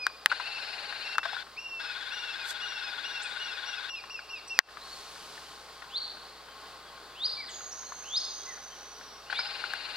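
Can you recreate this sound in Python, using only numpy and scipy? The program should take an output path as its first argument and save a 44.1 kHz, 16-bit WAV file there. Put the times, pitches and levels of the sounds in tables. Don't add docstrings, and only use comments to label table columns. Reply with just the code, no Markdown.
import sys
import numpy as np
from scipy import signal
from scipy.fft import rfft, irfft, next_fast_len
from scipy.io import wavfile
from scipy.ndimage import uniform_filter1d, minimum_filter1d, map_coordinates

SR = 44100
rng = np.random.default_rng(int(sys.argv[2]) if len(sys.argv) > 2 else 0)


def transcribe(u):
    v = np.clip(np.atleast_2d(u).T, -1, 1)
    q = np.round(v * 32767).astype(np.int16)
    wavfile.write(sys.argv[1], SR, q)


N = 439236
TIME = np.arange(N) / SR


# [start t/s, end t/s, top f/Hz, end f/Hz, level/dB], f before scoop and hook
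CHIRPS = [(-.22, 0.066, 2680, 2440, -29), (0.417, 0.749, 2690, 2580, -39.5),
          (1.019, 1.364, 2745, 2573, -40.5), (1.564, 1.944, 2806, 2503, -36.5),
          (2.1, 2.452, 2865, 2437, -37.5), (2.595, 2.918, 2895, 2440, -37), (3.035, 3.288, 2906, 2450, -37),
          (3.383, 3.58, 2927, 2424, -37), (3.653, 3.801, 2894, 2475, -35.5),
          (3.882, 4.009, 2880, 2390, -35), (4.095, 4.21, 2875, 2330, -34.5), (4.29, 4.402, 2890, 2270, -35),
          (4.489, 4.596, 2813, 2350, -37)]
SCOOP, SCOOP_S, SAG_POWER, HOOK, HOOK_S = .3, .0078, 1.5, 0.107, 0.0082
CATCH_AT, CATCH_WIDTH, CATCH_DB = 0.738, 0.12, -9
CHIRP_ATTACK_S, CHIRP_RELEASE_S, CHIRP_FADE_DB, OCTAVE_DB = 0.024, 0.021, -4, -12


def chirps(flutter_db=2.5):
    out = np.zeros(N)
    for start, end, top_hz, end_hz, db in CHIRPS:
        t = np.arange(0, end - start, 1 / SR)
        u, left = t / t[-1], t[-1] - t
        scoop_s = SCOOP_S * np.sqrt(t[-1] / 0.191)
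        rise = 1 - SCOOP * np.exp(-t / scoop_s)
        hook = 1 - HOOK * np.exp(-left / HOOK_S)
        hz = (top_hz + (end_hz - top_hz) * u ** SAG_POWER) * rise * hook
        turn = phase(hz * (1 + 0.0037 * drift(len(t), 147)))

        catch = np.exp(-((u - CATCH_AT) / CATCH_WIDTH) ** 2)
        edges = np.minimum(t / CHIRP_ATTACK_S, 1) * np.minimum(left / CHIRP_RELEASE_S, 1)
        first = edges * amp(CHIRP_FADE_DB * u + CATCH_DB * catch)
        voice = 0
        for k, gain in enumerate([first, amp(OCTAVE_DB)], 1):
            voice = voice + gain * amp(flutter_db * drift(len(t), 48.0)) * np.sin(k * turn)
        add(out, start, amp(db) * np.sqrt(2) * voice * fade(t, 0.0015))
    return pan(forest(out, direct_db=-3.5, wet_db=-9.5), side_db=1.0)


# [start t/s, end t/s, knee f/Hz, top f/Hz, level/dB]
WHOOP_CALLS = [(5.893, 5.986, 4160, 4660, -29), (7.145, 7.268, 4230, 5080, -26.5),
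               (8.032, 8.186, 3900, 5230, -27), (9.254, 9.408, 3900, 5280, -32)]
WHOOP_START_HZ, FLICK_LEAD_S, FLICK_S = 2710, .023, 0.0047


def whoops(swell_db=23, swell_power=2.53, octave_db=-38, scoop=0.1387):
    out = np.zeros(N)
    for start, end, knee_hz, top_hz, db in WHOOP_CALLS:
        t = np.arange(0, end - start, 1 / SR)
        u = t / t[-1]
        flick_at = t[-1] - FLICK_LEAD_S
        flick = 1 / (1 + np.exp((flick_at - t) / FLICK_S))
        hz = WHOOP_START_HZ + (knee_hz - WHOOP_START_HZ) * u + (top_hz - knee_hz) * flick
        hz = hz * (1 - scoop * np.exp(-t / 0.01476))
        effort = np.minimum(t / flick_at, 1) ** swell_power
        turn = phase(hz * (1 + 0.0087 * drift(len(t), 409)))
        voice = np.sin(turn) + amp(octave_db) * np.sin(2 * turn)
        add(out, start, amp(db + swell_db * (effort - 1)) * voice * fade(t, .012))
    return forest(out, direct_db=1.5, wet_db=1.5)


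WHISTLE_START_S, WHISTLE_END_S, WHISTLE_DB = 7.46, 9.16, -42.5
WHISTLE_HZ, SINK_HZ_PER_S = 6590, 470
OVERSHOOT_HZ, OVERSHOOT_S, DROOP_HZ, DROOP_S = 449, .035, 388, .07


def whistle(rough=.024, quaver=0.0064, quaver_hz=16, octave_db=-31):
    t = np.arange(0, WHISTLE_END_S - WHISTLE_START_S, 1 / SR)
    overshoot_hz = OVERSHOOT_HZ * np.exp(-t / OVERSHOOT_S)
    droop_hz = DROOP_HZ * np.exp((t - t[-1]) / DROOP_S)
    hz = WHISTLE_HZ - SINK_HZ_PER_S * t + overshoot_hz - droop_hz
    catches = rough * (.6 - np.maximum(drift(len(t), 350), 0) ** 2)
    waver = catches + quaver * np.sin(2 * np.pi * quaver_hz * t)
    turn = phase(hz * (1 + waver))
    level = amp(WHISTLE_DB) * envelope(t, attack_s=0.047, hold_s=0.79, fall_db_per_s=10) * fade(t, .03)
    out = np.zeros(N)
    add(out, WHISTLE_START_S, level * (np.sin(turn) + amp(octave_db) * np.sin(2 * turn)))
    return pan(forest(out, direct_db=-9.0, wet_db=-2), side_db=-5)


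PEEP_BEND_OCT_PER_S = 1.915


def peep(length_s, hz, glide_oct, db):
    u = np.linspace(-1, 1, int(length_s * SR))
    octaves = glide_oct * u / 2 - PEEP_BEND_OCT_PER_S * length_s * u ** 2
    return amp(db) * np.sin(phase(hz * 2 ** octaves)) * np.sqrt(1 - u ** 2)


# [t/s, length/s, f/Hz, glide/octaves, level/dB]
NEAR_PEEPS = [(3.217, 0.025, 7830, 0.73, -43), (3.682, .019, 3400, -.25, -49),
              (3.944, 0.041, 3850, 0.5, -47), (4.357, 0.025, 3720, -.22, -47),
              (4.473, 0.015, 8300, .2, -50), (4.476, 0.02, 5860, 0.06, -42), (4.802, 0.075, 4290, .2, -47),
              (4.881, .09, 4370, .08, -46), (7.368, .078, 2260, -0.33, -43.5),
              (7.465, 0.039, 3660, -0.75, -43), (7.47, .05, 8000, -0.3, -55.5),
              (7.473, 0.038, 2030, -0.11, -47), (7.529, 0.021, 3430, -0.42, -46),
              (7.719, 0.024, 5840, 0.1, -38), (7.86, .04, 4280, .03, -44.5),
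              (8.462, 0.066, 2034, -0.14, -42.5), (9.355, .072, 2320, -0.04, -43.5)]
# [f/Hz, level/dB]
FOREST_BALANCE = [(60, -1.5), (110, -2), (200, 0.5), (380, 2), (700, -1.5), (1290, 2.5), (2380, 3.5),
                  (4400, 1.5), (8120, -7), (15000, 0)]
FAR_FROM_S, FAR_TO_S, FAR_HZ, FAR_LENGTH_S, FAR_DB = 4.85, 9.1, 3430, .09, -53


def peeps(count=12, spread_oct=.16, glide_oct=0.204):
    near, far = np.zeros((2, N))
    for s, *call in NEAR_PEEPS:
        add(near, s, peep(*call))
    for k, (late, pitch, glide) in enumerate(2 * rng.random((count, 3)) - 1):
        s = FAR_FROM_S + (FAR_TO_S - FAR_FROM_S) * (k + .5 + late / 2) / count
        add(far, s, peep(FAR_LENGTH_S, FAR_HZ * 2 ** (spread_oct * pitch), glide_oct * glide, FAR_DB))
    echoed = forest(near, direct_db=-1.0, wet_db=-2) + forest(far, direct_db=-15, wet_db=-3)
    return balanced(echoed, FOREST_BALANCE)


# [f/Hz, t60/s]
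FOREST_T60 = [(500, .7), (2000, 0.41), (4700, 1.0), (6500, 0.76), (15000, 0.47)]


def forest(x, direct_db, wet_db, same=0.86):
    taps = rng.standard_normal((2, SR)) * (rng.random(SR) < 3000 / SR)
    taps[1] = same * taps[0] + np.sqrt(1 - same ** 2) * taps[1]
    hz, t, z = signal.stft(taps, SR, nperseg=256)
    near_leaves = 1 + 1.1 * np.exp(-t / 0.011)
    decay = amp(-60 * t / read(FOREST_T60, hz)[:, None]) * near_leaves
    tail = signal.istft(z * decay, SR, nperseg=256)[1]
    wet = signal.fftconvolve(x[None], tail / np.linalg.norm(tail[0]), axes=1)[:, :N]
    return amp(direct_db) * x + amp(wet_db) * wet


# [start t/s, end t/s, motor f/Hz, gear turns per s, level/dB, direction 0 out 1 in]
ZOOM_RUNS = [(0.295, 1.163, 364.7, 18, -41, 0), (1.229, 1.434, 366.7, 20, -41, 1),
             (1.794, 3.902, 367.8, 18.5, -41, 1), (9.298, 9.999, 366, 19.8, -41.5, 0)]
# [multiple of motor f, level/dB out, level/dB in], before load swing
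GEAR_WHINE = [(4.15, -14, -2), (6, -13, -16), (7, -8, -18), (8, -6, -15), (9.75, -15, -2.5), (11, -10, -16),
              (11.8, -2.5, -14), (13, -12, -19)]
# [f/Hz, level/dB per Hz]
GEAR_NOISE_OUT = [(100, -55), (220, -28), (360, -13), (800, -1), (1150, -7), (1550, 0), (2000, -4.5),
                  (3300, -11), (4400, 3), (5800, -17), (10800, -29.5), (15000, -48)]
GEAR_NOISE_IN = [(100, -60), (220, -28.5), (500, -17.5), (900, -4), (1200, -7), (1550, 0), (2000, -5),
                 (3000, -7.5), (4400, -1), (5700, -16.5), (10800, -34), (15000, -42)]
# [f/Hz, width/Hz, lift/dB]
CASE_MODES = [(822, 36, 6.5), (1530, 150, 4), (3640, 245, 5.5), (4360, 290, 1), (7150, 220, 6),
              (8830, 470, 5.5), (10800, 400, 7)]
WOBBLE, JITTER, LOAD_DB = .06, .007, 4.5


def zoom_motor(throb_db=1, grind_db=-2.0):
    out = np.zeros((2, N))
    for start, end, motor_hz, turns_per_s, db, inward in ZOOM_RUNS:
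        t = np.arange(0, end - start, 1 / SR)
        inward = int(inward > .5)
        gear = phase(turns_per_s * (1 + 0.0295 * drift(len(t), 7.89)))
        bind = np.cos(gear) - .2 * np.cos(2 * gear) + .2 * np.sin(2 * gear)
        load_db = LOAD_DB * (np.cos(gear - 1.1) - .6)
        shaft = phase(motor_hz * (1 - WOBBLE * bind + JITTER * drift(len(t), 350)))
        whine = 0
        for k, *levels in GEAR_WHINE:
            whine = whine + amp(levels[inward] + load_db + 2.0 * drift(len(t), 90)) * np.sin(k * shaft)
        throb = amp(grind_db + throb_db * np.sin(gear + 0.11) + 0.59 * drift(len(t), 200))
        grind = noise(len(t), [GEAR_NOISE_OUT, GEAR_NOISE_IN][inward], CASE_MODES) * throb
        add(out, start, amp(db) * (whine + grind) * fade(t, 0.0059))
    return balanced(out, [(300, 1), (800, -0.5), (1400, 11.0), (2500, 12.5), (4400, 4.5), (8000, -4.0),
                          (15000, -11)])


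# [t/s, level/dB, f/Hz, decay/s], level before the mix of knock, crack and ring
CONTROL_CLICKS = [(.067, -6.5, 1530, 0.0014), (.26, 4, 1860, 0.0008), (0.3157, -17, 1455, 0.0039),
                  (0.3229, -22, 1600, .0045), (.399, -30, 995, .008), (.925, -27, 1620, 0.0036),
                  (1.155, -24, 1470, 0.0021), (1.1825, -9.5, 1350, .0024), (1.231, -23, 1520, 0.0029),
                  (1.253, -21, 1560, 0.0041), (1.257, -33.5, 686, 0.012), (1.33, -32.5, 810, 0.0058),
                  (1.366, -25, 1460, 0.0029), (4.038, -36, 1070, 0.0044), (4.191, -34.5, 1560, 0.0034),
                  (4.5901, 21.5, 1955, 0.00092), (4.77, -34, 1180, 0.0039), (5.159, -34, 1430, 0.003),
                  (5.821, -31, 1380, 0.0038), (7.83, -36.5, 1040, 0.0035), (7.921, -30, 1080, 0.0027),
                  (9.299, -29.5, 1590, 0.0035), (9.326, -25.5, 1510, 0.0049), (9.39, -29.5, 1430, 0.007),
                  (9.6398, -18.5, 1446, 0.0021), (9.7361, -17.5, 1630, 0.0018)]
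# [f/Hz, level/dB per Hz]
CRACK_SPECTRUM = [(60, -53), (500, -36), (2500, 10), (5000, 8.5), (9000, -11), (12000, -13), (15000, -23)]
RING_SPECTRUM = [(40, -43), (200, -33), (500, -11), (1000, 0), (1500, 5), (2400, -5.5), (5000, -17),
                 (15000, -58)]
CRACK_DB, CRACK_DB_PER_OCT, RING_DB, RING_DB_PER_OCT, RING_MAX_DB = -7.5, -5.5, -25.5, 11, 1.5
TICKS_PER_S, TICK_DB, TICK_SPREAD_DB, TICK_HZ, TICK_DECAY_S = 2.5, -42.5, 1.5, 1287, 0.0041


def clicks(crack_s=0.00049, ring_s=0.0056, knock_side_db=7.5):
    out, t = np.zeros((2, N)), np.arange(4096) / SR
    ticks = []
    for k, (late, force, pitch) in enumerate(rng.random((int(TICKS_PER_S * N / SR), 3))):
        tick_db = TICK_DB + TICK_SPREAD_DB * (2 * force - 1)
        ticks.append(((k + late) / TICKS_PER_S, tick_db, TICK_HZ * 2 ** (pitch - .5), TICK_DECAY_S))
    for s, db, hz, decay_s in [*CONTROL_CLICKS, *ticks]:
        softness_oct = np.log2(decay_s / .001)
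        knock = np.sin(2 * np.pi * hz * t) * np.exp(-t / decay_s) * (1 - np.exp(-t / 0.00039))
        crack_db = CRACK_DB + CRACK_DB_PER_OCT * softness_oct
        crack = amp(crack_db) * noise(len(t), CRACK_SPECTRUM) * np.exp(-t / crack_s)
        ring_db = min(RING_DB + RING_DB_PER_OCT * softness_oct, RING_MAX_DB)
        ring = amp(ring_db) * noise(len(t), RING_SPECTRUM, CASE_MODES) * np.exp(-t / ring_s) * fade(t, 0.0015)
        add(out, s, amp(db) * (pan(knock + ring, knock_side_db) + crack))
    return signal.sosfilt(signal.butter(2, 450, "high", fs=SR, output="sos"), out)


# [f/Hz, level/dB]
HISS_SPECTRUM = [(500, -5), (2000, -1.5), (4500, 5.5), (6500, -1), (10000, -7.5), (15000, -21)]
LEAF_SPECTRUM = [(2000, -27), (4500, 6), (6000, -1), (8000, 3), (9500, -5), (12000, -6), (15500, -22)]
HISS_START_S, HISS_ATTACK_S, HISS_HOLD_S, HISS_FALL_DB_PER_S, HISS_DB = 4.66, 0.25, 0.42, 18.5, -50.5
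LEAVES_START_S, LEAVES_ATTACK_S, LEAVES_HOLD_S, LEAVES_FALL_DB_PER_S, LEAVES_DB = 2.41, 0.099, .003, 800, -42.5


def foliage():
    t = np.arange(2 * SR) / SR
    swell = amp(HISS_DB) * envelope(t, HISS_ATTACK_S, HISS_HOLD_S, HISS_FALL_DB_PER_S)
    brush = amp(LEAVES_DB) * envelope(t, LEAVES_ATTACK_S, LEAVES_HOLD_S, LEAVES_FALL_DB_PER_S)
    hiss = rustle(HISS_START_S, swell, HISS_SPECTRUM, grain_db=1.1)
    leaves = rustle(LEAVES_START_S, brush, LEAF_SPECTRUM, grain_db=2.0)
    return hiss + pan(leaves, side_db=-10)


def rustle(start_s, level, colour, grain_db):
    out = np.zeros((2, N))
    add(out, start_s, noise(len(level), colour) * level * amp(grain_db * drift(len(level), 300)))
    return out


# [f/Hz, level/dB per Hz]
WASH_SPECTRUM = [(60, -22), (130, -12.5), (230, -9), (450, -4), (800, -1), (1300, -1.5), (2400, -9),
                 (3500, -7), (4700, -7), (5700, -14.5), (7500, -18.5), (11000, -24), (15800, -27.5)]
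# [f/Hz, width/Hz, lift/dB]
WASH_RESONANCES = [(433, 32, 5), (810, 29, 4), (1081, 29, 9.5), (1228, 24, 5.5), (1515, 104, 4),
                   (4480, 670, 4)]
# [f/Hz, rms level/dB], after the step
HUM_TONES = [(60, -69), (119, -78.5), (149.5, -79.5), (30, -80.5)]
WASH_DB = -49


def background(early_db=-2.0):
    step_db = np.interp(TIME, [4.4, 4.8], [early_db, 0])
    level_db = WASH_DB + step_db + .5 * drift(N, 11)
    wash = balanced(noise(N, WASH_SPECTRUM, WASH_RESONANCES), FOREST_BALANCE) * amp(level_db)
    hum = sum(amp(db) * np.sqrt(2) * np.sin(2 * np.pi * hz * TIME) for hz, db in HUM_TONES)
    return wash + hum * amp(step_db)


# [f/Hz, correlation]
NOISE_LIKENESS = [(60, 0.88), (500, 1), (2000, 0.81), (5000, 0.8), (15000, 0.37)]


def noise(size, colour, peaks=()):
    length = next_fast_len(size)
    hz = np.fft.rfftfreq(length, 1 / SR)
    a, b = rfft(rng.standard_normal((2, length)))
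    same = np.clip(read(NOISE_LIKENESS, hz), 0, 1)
    right = same * a + np.sqrt(1 - same ** 2) * b
    db = read(colour, hz) + sum(lift * np.exp(-((hz - f) / width) ** 2) for f, width, lift in peaks)
    return unit(irfft(np.array([a, right]) * amp(db), length)[:, :size])


def amp(db):
    return 10 ** (np.asarray(db) / 20)


def unit(x):
    return x / np.sqrt(np.mean(x ** 2) + 1e-20)


def read(points, hz):
    f, value = np.transpose(points)
    return np.interp(np.log(hz + 1), np.log(f + 1), value)


def add(mix, s, sound):
    at = round(s * SR)
    sound = sound[..., max(-at, 0):]
    part = mix[..., max(at, 0):][..., :sound.shape[-1]]
    part += sound[..., :part.shape[-1]]


def pan(x, side_db):
    return x * amp([[side_db / 2], [-side_db / 2]])


def balanced(x, balance):
    size = next_fast_len(N)
    side_db = read(balance, np.fft.rfftfreq(size, 1 / SR))
    return irfft(rfft(x, size) * amp([side_db / 2, -side_db / 2]), size)[:, :N]


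def phase(hz):
    return 2 * np.pi * np.cumsum(hz) / SR


def fade(t, edge_s):
    return np.clip(np.minimum(t - t[0], t[-1] - t) / edge_s, 0, 1)


def envelope(t, attack_s, hold_s, fall_db_per_s):
    return np.clip(t / attack_s, 0, 1) ** 2 * amp(-fall_db_per_s * np.maximum(t - attack_s - hold_s, 0))


def drift(size, rate_hz):
    at = np.arange(size) * rate_hz / SR
    return map_coordinates(rng.standard_normal(4096), [at], order=3, mode="wrap")


# [f/Hz, lead/rad]
PORT_LEAD = [(0, 0.29), (1500, -0.27), (3500, -0.71), (4700, -1.05), (6300, -1.65), (9000, -0.85),
             (16000, -0.65)]


def ports(x):
    size = next_fast_len(N)
    lead = read(PORT_LEAD, np.fft.rfftfreq(size, 1 / SR))
    return irfft(rfft(x, size) * np.exp(1j * np.array([lead, -lead]) / 2), size)[:, :N]


def scene():
    calls = chirps() + whoops() + whistle() + peeps()
    return ports(calls + zoom_motor() + clicks() + foliage() + background())


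EDGE_HZ = 15850


def record(dry):
    hold_samples, attack_samples, recover_db_per_s = 1100, 66, 220
    peak_db = 20 * np.log10(abs(dry).max(0) + 1e-9)
    held_db = -minimum_filter1d(-peak_db, hold_samples, origin=hold_samples // 2 - 1)
    fall_db = TIME * recover_db_per_s
    over_db = np.maximum(np.maximum.accumulate(held_db + fall_db) - fall_db, 0)
    duck_db = -uniform_filter1d(over_db, attack_samples, origin=-attack_samples // 4)
    ducked = np.clip(dry * amp(duck_db), -1, 1)
    low_pass = signal.firwin(511, EDGE_HZ, window=("kaiser", 9), fs=SR)
    return signal.oaconvolve(ducked, low_pass[None], "same")


dry = scene()
out = record(dry)
transcribe(out)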